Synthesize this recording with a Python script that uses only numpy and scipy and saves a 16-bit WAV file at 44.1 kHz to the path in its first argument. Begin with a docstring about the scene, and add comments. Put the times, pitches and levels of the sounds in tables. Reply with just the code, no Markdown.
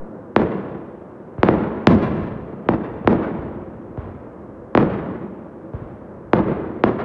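"""Firework shells burst over a distant hill, heard at night from among apartment blocks.
First comes the town's low rumble (coloured noise) under the dying roll of an earlier shell.
Then each blast reaches the microphone as a sharp filtered pulse, slaps between nearby walls as
delayed pulses and rolls away over the town as fading noise; mortars soon thump on the hill as
low pulses with noise echoes. The small recorder delays the bass and limits the loudest peaks."""
import sys
import numpy as np
from scipy import signal
from scipy.fft import rfft, irfft, next_fast_len
from scipy.io import wavfile
from scipy.ndimage import uniform_filter1d, minimum_filter1d

SR = 44100
rng = np.random.default_rng(int(sys.argv[2]) if len(sys.argv) > 2 else 0)


def unload_wav(signal):
    """Save mono or channel-first audio to the path in sys.argv[1] as 16-bit WAV at rate SR, clipped to [-1, 1]."""
    wavfile.write(
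        sys.argv[1],
        SR,
        np.round(np.clip(np.atleast_2d(signal).T, -1, 1) * 32767).astype(np.int16),
    )


N = 310464  # length in samples
SIZE = 2 ** 17  # samples in one blast or thump with its echoes
HZ, AGE = np.fft.rfftfreq(SIZE, 1 / SR), np.arange(SIZE) / SR  # AGE: seconds since the blast


def amp(db):
    """Decibels to gain."""
    return 10 ** (np.asarray(db) / 20)


def unit(x):
    """Scale to rms 1."""
    return x / np.sqrt(np.mean(x ** 2) + 1e-20)


def along(points, hz):
    """Read a (freq_hz, level_db) curve at the frequencies hz, on a log axis."""
    freq_hz, level_db = np.transpose(points)
    return np.interp(np.log(hz + 1), np.log(freq_hz + 1), level_db)


def wobble(rate, size):
    """A smooth random curve with rate knots a second."""
    knots = rng.standard_normal(int(size * rate / SR) + 4)
    smooth = signal.resample_poly(knots, 10, 1)
    return np.interp(np.arange(size) * rate * 10 / SR, np.arange(len(smooth)), smooth)


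def noise(spectrum, size):
    """Coloured noise of rms 1: white noise shaped by a (freq_hz, level_db) curve."""
    white = rfft(rng.standard_normal(size))
    gains = amp(along(spectrum, np.fft.rfftfreq(size, 1 / SR)))
    return unit(irfft(white * gains, size))


def causal(db):
    """The minimum-phase response with these gains: its energy comes as early as it can."""
    cepstrum = irfft(np.log(amp(db)))
    # fold the second half onto the first, so nothing sounds before time zero
    cepstrum[1:SIZE // 2] *= 2
    cepstrum[SIZE // 2 + 1:] = 0
    return np.exp(rfft(cepstrum))


def add(track, s, sound):
    """Mix a sound in from time s, in seconds."""
    start = max(0, round(s * SR))
    part = sound[:max(0, N - start)]
    track[start:start + len(part)] += part


# colour of the town's rumble at the microphone: freq_hz, level_db (per Hz)
NIGHT_SPECTRUM = [(25, -33), (60, -14), (100, -7), (150, -6), (215, 0), (270, -3), (345, 0), (420, -6.5),
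                  (520, -2.5), (750, -13.5), (1000, -15), (1600, -24.5), (2400, -42), (4000, -57.5),
                  (7000, -91)]
NIGHT_DB = -38.7
EARLIER_DB, EARLIER_FADE_DB_PER_S = -37.5, 16


def night():
    """The town's rumble and the last echoes of an earlier shell: one noise, powers added."""
    earlier = amp(EARLIER_DB - EARLIER_FADE_DB_PER_S * np.arange(N) / SR)
    level = np.hypot(amp(NIGHT_DB), earlier)
    waver = amp(0.47 * wobble(14, N))
    return noise(NIGHT_SPECTRUM, N) * level * waver


# colour of the microphone's own noise: freq_hz, level_db (per Hz)
HISS_SPECTRUM = [(100, 0), (3000, -1), (6000, -1), (9000, -3.5), (10800, -4), (12000, -21)]


def hiss():
    """The microphone's own faint, constant noise."""
    return amp(-78.5) * noise(HISS_SPECTRUM, N)


def scatter(spectrum, strength, clump_db, air_db):
    """Countless small reflections in clumps; the air takes air_db a second from the treble."""
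    echo = noise(spectrum, SIZE)
    dull = irfft(rfft(echo) / (1 + (HZ / 3000) ** 4))
    treble = (echo - dull) * amp(-air_db * AGE)  # later echoes have come a longer way
    clumps = amp(clump_db * wobble(70, SIZE))
    return (dull + treble) * strength * clumps


def swell(*areas):
    """Echo strength against age: each area builds up, holds and fades at a steady dB rate."""
    power = np.zeros(SIZE)
    for first_s, build_s, hold_s, level_db, fade_db_per_s in areas:
        rise = np.clip((AGE - first_s) / build_s, 0, 1)
        fading_s = np.maximum(0, AGE - first_s - build_s - hold_s)
        power += (rise * amp(level_db - fade_db_per_s * fading_s)) ** 2
    return np.sqrt(power)


# nearby walls answer one after another, about evenly spaced; those beyond the courtyard are fainter
WALL_COUNT = 16  # besides the nearest
FIRST_WALL_S, FIRST_WALL_DB = .008, 1.5
WALL_GAP_S, WALL_SCATTER_S, WALL_DB, WALL_SPREAD_DB = .0044, .0012, -3.8, 2
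COURTYARD_S, WALL_FADE_DB_PER_S = .06, 190


def walls():
    """Slaps off nearby walls: the nearest is fixed, the others get random delays and levels per shell."""
    late, loud = rng.standard_normal((2, WALL_COUNT))
    gaps = np.abs(WALL_GAP_S + WALL_SCATTER_S * late)
    delays = FIRST_WALL_S + np.cumsum(gaps)
    beyond = np.maximum(0, delays - COURTYARD_S)
    levels = WALL_DB + WALL_SPREAD_DB * loud - WALL_FADE_DB_PER_S * beyond
    places = np.round(np.append(FIRST_WALL_S, delays) * SR).astype(int)
    gains = amp(np.append(FIRST_WALL_DB, levels))
    return rfft(np.bincount(places, gains, SIZE))


def ledges(share, longest, count):
    """A few very short detours comb the echoes, giving each shell its own hollow colour."""
    delays = rng.uniform(0.001044, longest, (count, 1))  # seconds
    comb = 1 + share * np.exp(-2j * np.pi * HZ * delays).sum(0)
    return comb / np.sqrt(1 + count * share ** 2)


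# narrow tones that ring on in the roll over the town: pitch_hz, width_hz, level_db
RING_TONES = [(122, 20, -4.5), (328, 14, -2.5)]


def ringing():
    """Resonances added to the plain response let the narrow tones ring on."""
    response = 1
    for pitch_hz, width_hz, level_db in RING_TONES:
        damping = 1j * HZ * width_hz
        response = response + amp(level_db) * damping / (pitch_hz ** 2 - HZ ** 2 + damping)
    return response


# shell bursts over the hill: start_s, level_db, bass_db, treble_db, roll_db (over the town),
# front_db (house fronts), side_db (side-wall echo), tower_s (tower delay), tower_db (tower echo)
SHELL_BURSTS = [(0.3631, 0.5, -0.5, 4, -0.5, -3, -9.5, .054, -7.5),
                (1.4316, 1, -0.5, 2.5, 0.5, -1, -14, .055, -18),
                (1.487, -1, 2.5, -2, -3.5, -1, -20, .052, -8),
                (1.8711, 1.5, 8, 13.5, 0.5, 2.5, -17, .052, -11),
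                (2.6884, -1.5, 2.5, -2, -3.5, 0, -15, .048, -9),
                (3.0745, 0.5, 1, 1.5, 0.5, -2.5, -15, .0545, -8),
                (4.7507, -1.5, 3, 0.5, 0.5, 1, -22, .055, -16), (4.775, -0.5, 2, 2, -2, 0, -15, .053, -8),
                (6.3333, 0.5, 0.5, 0, 1.5, -1, -15, .0577, -9),
                (6.8381, 0, 0, 1.5, -2.5, 4, -24, .0545, -12)]
# pulse of the direct crack: freq_hz, level_db
BLAST_PULSE = [(25, 13.5), (70, 20.5), (140, 27), (200, 31), (320, 37), (550, 31), (1000, 27.5), (2000, 16),
               (3500, 1.5), (5000, -12), (8000, -38), (12000, -61)]
# duller pulse off each nearby wall: freq_hz, level_db
SLAP_PULSE = [(25, -7.5), (60, 20), (120, 26), (210, 26.5), (330, 23.5), (550, 16), (1000, 4), (2000, -21),
              (5000, -30.5), (12000, -63.5)]
# colour of the roll over the town: freq_hz, level_db (per Hz)
TOWN_SPECTRUM = [(25, -44.5), (60, -10), (120, -9), (215, 1.5), (275, -5), (350, -1.5), (540, -7),
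                 (750, -15), (1000, -15.5), (2000, -29.5), (3500, -45), (6000, -69.5), (12000, -88)]
# colour of the echoes off house fronts: freq_hz, level_db (per Hz)
FACADE_SPECTRUM = [(60, -23.5), (200, -3.5), (450, 4.5), (750, -0.5), (1000, 0), (2000, -12.5),
                   (3500, -27.5), (6000, -50), (12000, -77.5)]
# areas that scatter a burst: first_s, build_s, hold_s, level_db, fade_db_per_s
NEAR_STREETS = (0, .02, .06, -22, 35)
FAR_STREETS = (.3, .4, .7, -45, 14)
COURTYARD = (0, .008, .046, -27.5, 520)
OPPOSITE_ROW = (.142, .01, .018, -29.6, 180)  # about 49 m of extra path
OTHER_HOUSES = (0, .06, .29, -41.3, 58)


def bursts():
    """Each shell: a direct crack, duller wall slaps, house echoes and the roll over the town."""
    out = np.zeros(N)
    crack, slap = causal(along(BLAST_PULSE, HZ)), causal(along(SLAP_PULSE, HZ))
    low = 1 / (1 + (HZ / 240) ** 4)
    high = HZ ** 2 / (HZ ** 2 + 4000 ** 2)
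    rings = ringing()
    for start_s, level_db, bass_db, treble_db, roll_db, front_db, *_ in SHELL_BURSTS:
        streets = swell(NEAR_STREETS, FAR_STREETS)
        roll = amp(roll_db) * scatter(TOWN_SPECTRUM, streets, clump_db=1.3, air_db=13.5)
        houses = np.hypot(swell(COURTYARD), amp(front_db) * swell(OPPOSITE_ROW, OTHER_HOUSES))
        fronts = scatter(FACADE_SPECTRUM, houses, clump_db=2.3, air_db=15)
        colour = ledges(share=.25, longest=.005, count=3)
        echoes = slap * walls() + rings * rfft(roll) + colour * rfft(fronts)
        charge = causal(level_db + bass_db * low + treble_db * high)  # a big charge booms deeper
        edge = causal(treble_db * high)  # the steep front survives best on the direct path
        add(out, start_s, irfft(charge * (edge * crack + echoes)))
    return out


SIDE_WALL_S = .0336  # about 11.5 m of extra path
# what the side wall and tower do to the crack: freq_hz, level_db
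REBOUND_TONE = [(400, 2.5), (1500, -9), (6000, -10)]


def rebounds():
    """A side wall and a tower block each return the whole crack, a little duller."""
    out = np.zeros(N)
    echo = irfft(causal(along(BLAST_PULSE, HZ) + along(REBOUND_TONE, HZ)))
    for start_s, *_, side_db, tower_s, tower_db in SHELL_BURSTS:
        add(out, start_s + SIDE_WALL_S, amp(side_db) * echo)
        add(out, start_s + tower_s, amp(tower_db) * echo)
    return out


# mortar launches on the hill: start_s, level_db, bright_db
MORTAR_LAUNCHES = [(1.3815, -0.5, -2.5), (2.205, -4, -1), (3.047, -1, 2.5), (3.379, -3, -2),
                   (3.9749, -1, 2), (5.7353, -0.5, -3.5)]
# pulse of a launch, and colour of its hillside echoes: freq_hz, level_db
THUMP_PULSE = [(25, -0.5), (50, 25.5), (80, 30.5), (125, 30), (200, 15.5), (350, 16), (1000, 4),
               (3000, -26.5), (6000, -53.5), (12000, -71.5)]
# areas that scatter a launch: first_s, build_s, hold_s, level_db, fade_db_per_s
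HILL_FACE = (.03, .04, .01, -32.5, 95)
HILL_RIDGES = (0, .2, .45, -46.5, 25)
HOUSES_BELOW = (0, .008, .02, -41, 33)


def launches():
    """Mortars give a low thump; the hillside and, more brightly, the houses below it answer."""
    out = np.zeros(N)
    high = HZ ** 2 / (HZ ** 2 + 400 ** 2)
    for start_s, level_db, bright_db in MORTAR_LAUNCHES:
        thump = irfft(causal(along(THUMP_PULSE, HZ) + bright_db * high))
        hillside = scatter(THUMP_PULSE, swell(HILL_FACE, HILL_RIDGES), clump_db=2, air_db=11)
        houses = scatter(FACADE_SPECTRUM, swell(HOUSES_BELOW), clump_db=1.0, air_db=30)
        fronts = amp(bright_db / 2) * houses
        add(out, start_s, amp(level_db) * (thump + hillside + fronts))
    return out


def scene():
    """Everything that reaches the microphone, and its own faint hiss, as one channel."""
    mix = night() + hiss() + bursts() + rebounds() + launches()
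    return mix[None]


def filtered(x, response):
    """x times a complex response of frequency; mirrored margins keep the ends smooth."""
    margin = SR // 2
    size = next_fast_len(N + 2 * margin)
    wide = np.pad(x, [(0, 0), (margin, margin)], "reflect", reflect_type="odd")
    shaped = irfft(rfft(wide, size) * response(np.fft.rfftfreq(size, 1 / SR)), size)
    return shaped[:, margin:margin + N]


def disperse(hz):
    """The recorder's filters delay the bass, so each crack becomes a quick falling chirp."""
    return np.exp(-2j * np.pi * (1.37 * np.log(1 + hz / 22) - .00048 * hz))


def limit(x, top, size):
    """A fast limiter that looks ahead and eases its gain down; size is in samples."""
    needed = minimum_filter1d(np.minimum(1, top / (np.abs(x) + 1e-9)), 2 * size + 1)
    gain = uniform_filter1d(uniform_filter1d(needed, size), size)
    return x * gain


TOP_HZ = 11800  # the recorder keeps nothing above this


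def record(dry):
    """The recorder: bass delay, limiter, then band limit."""
    held = limit(filtered(dry, disperse), top=.92, size=45)
    return filtered(held, lambda hz: hz < TOP_HZ)


dry = scene()
out = record(dry)
unload_wav(out)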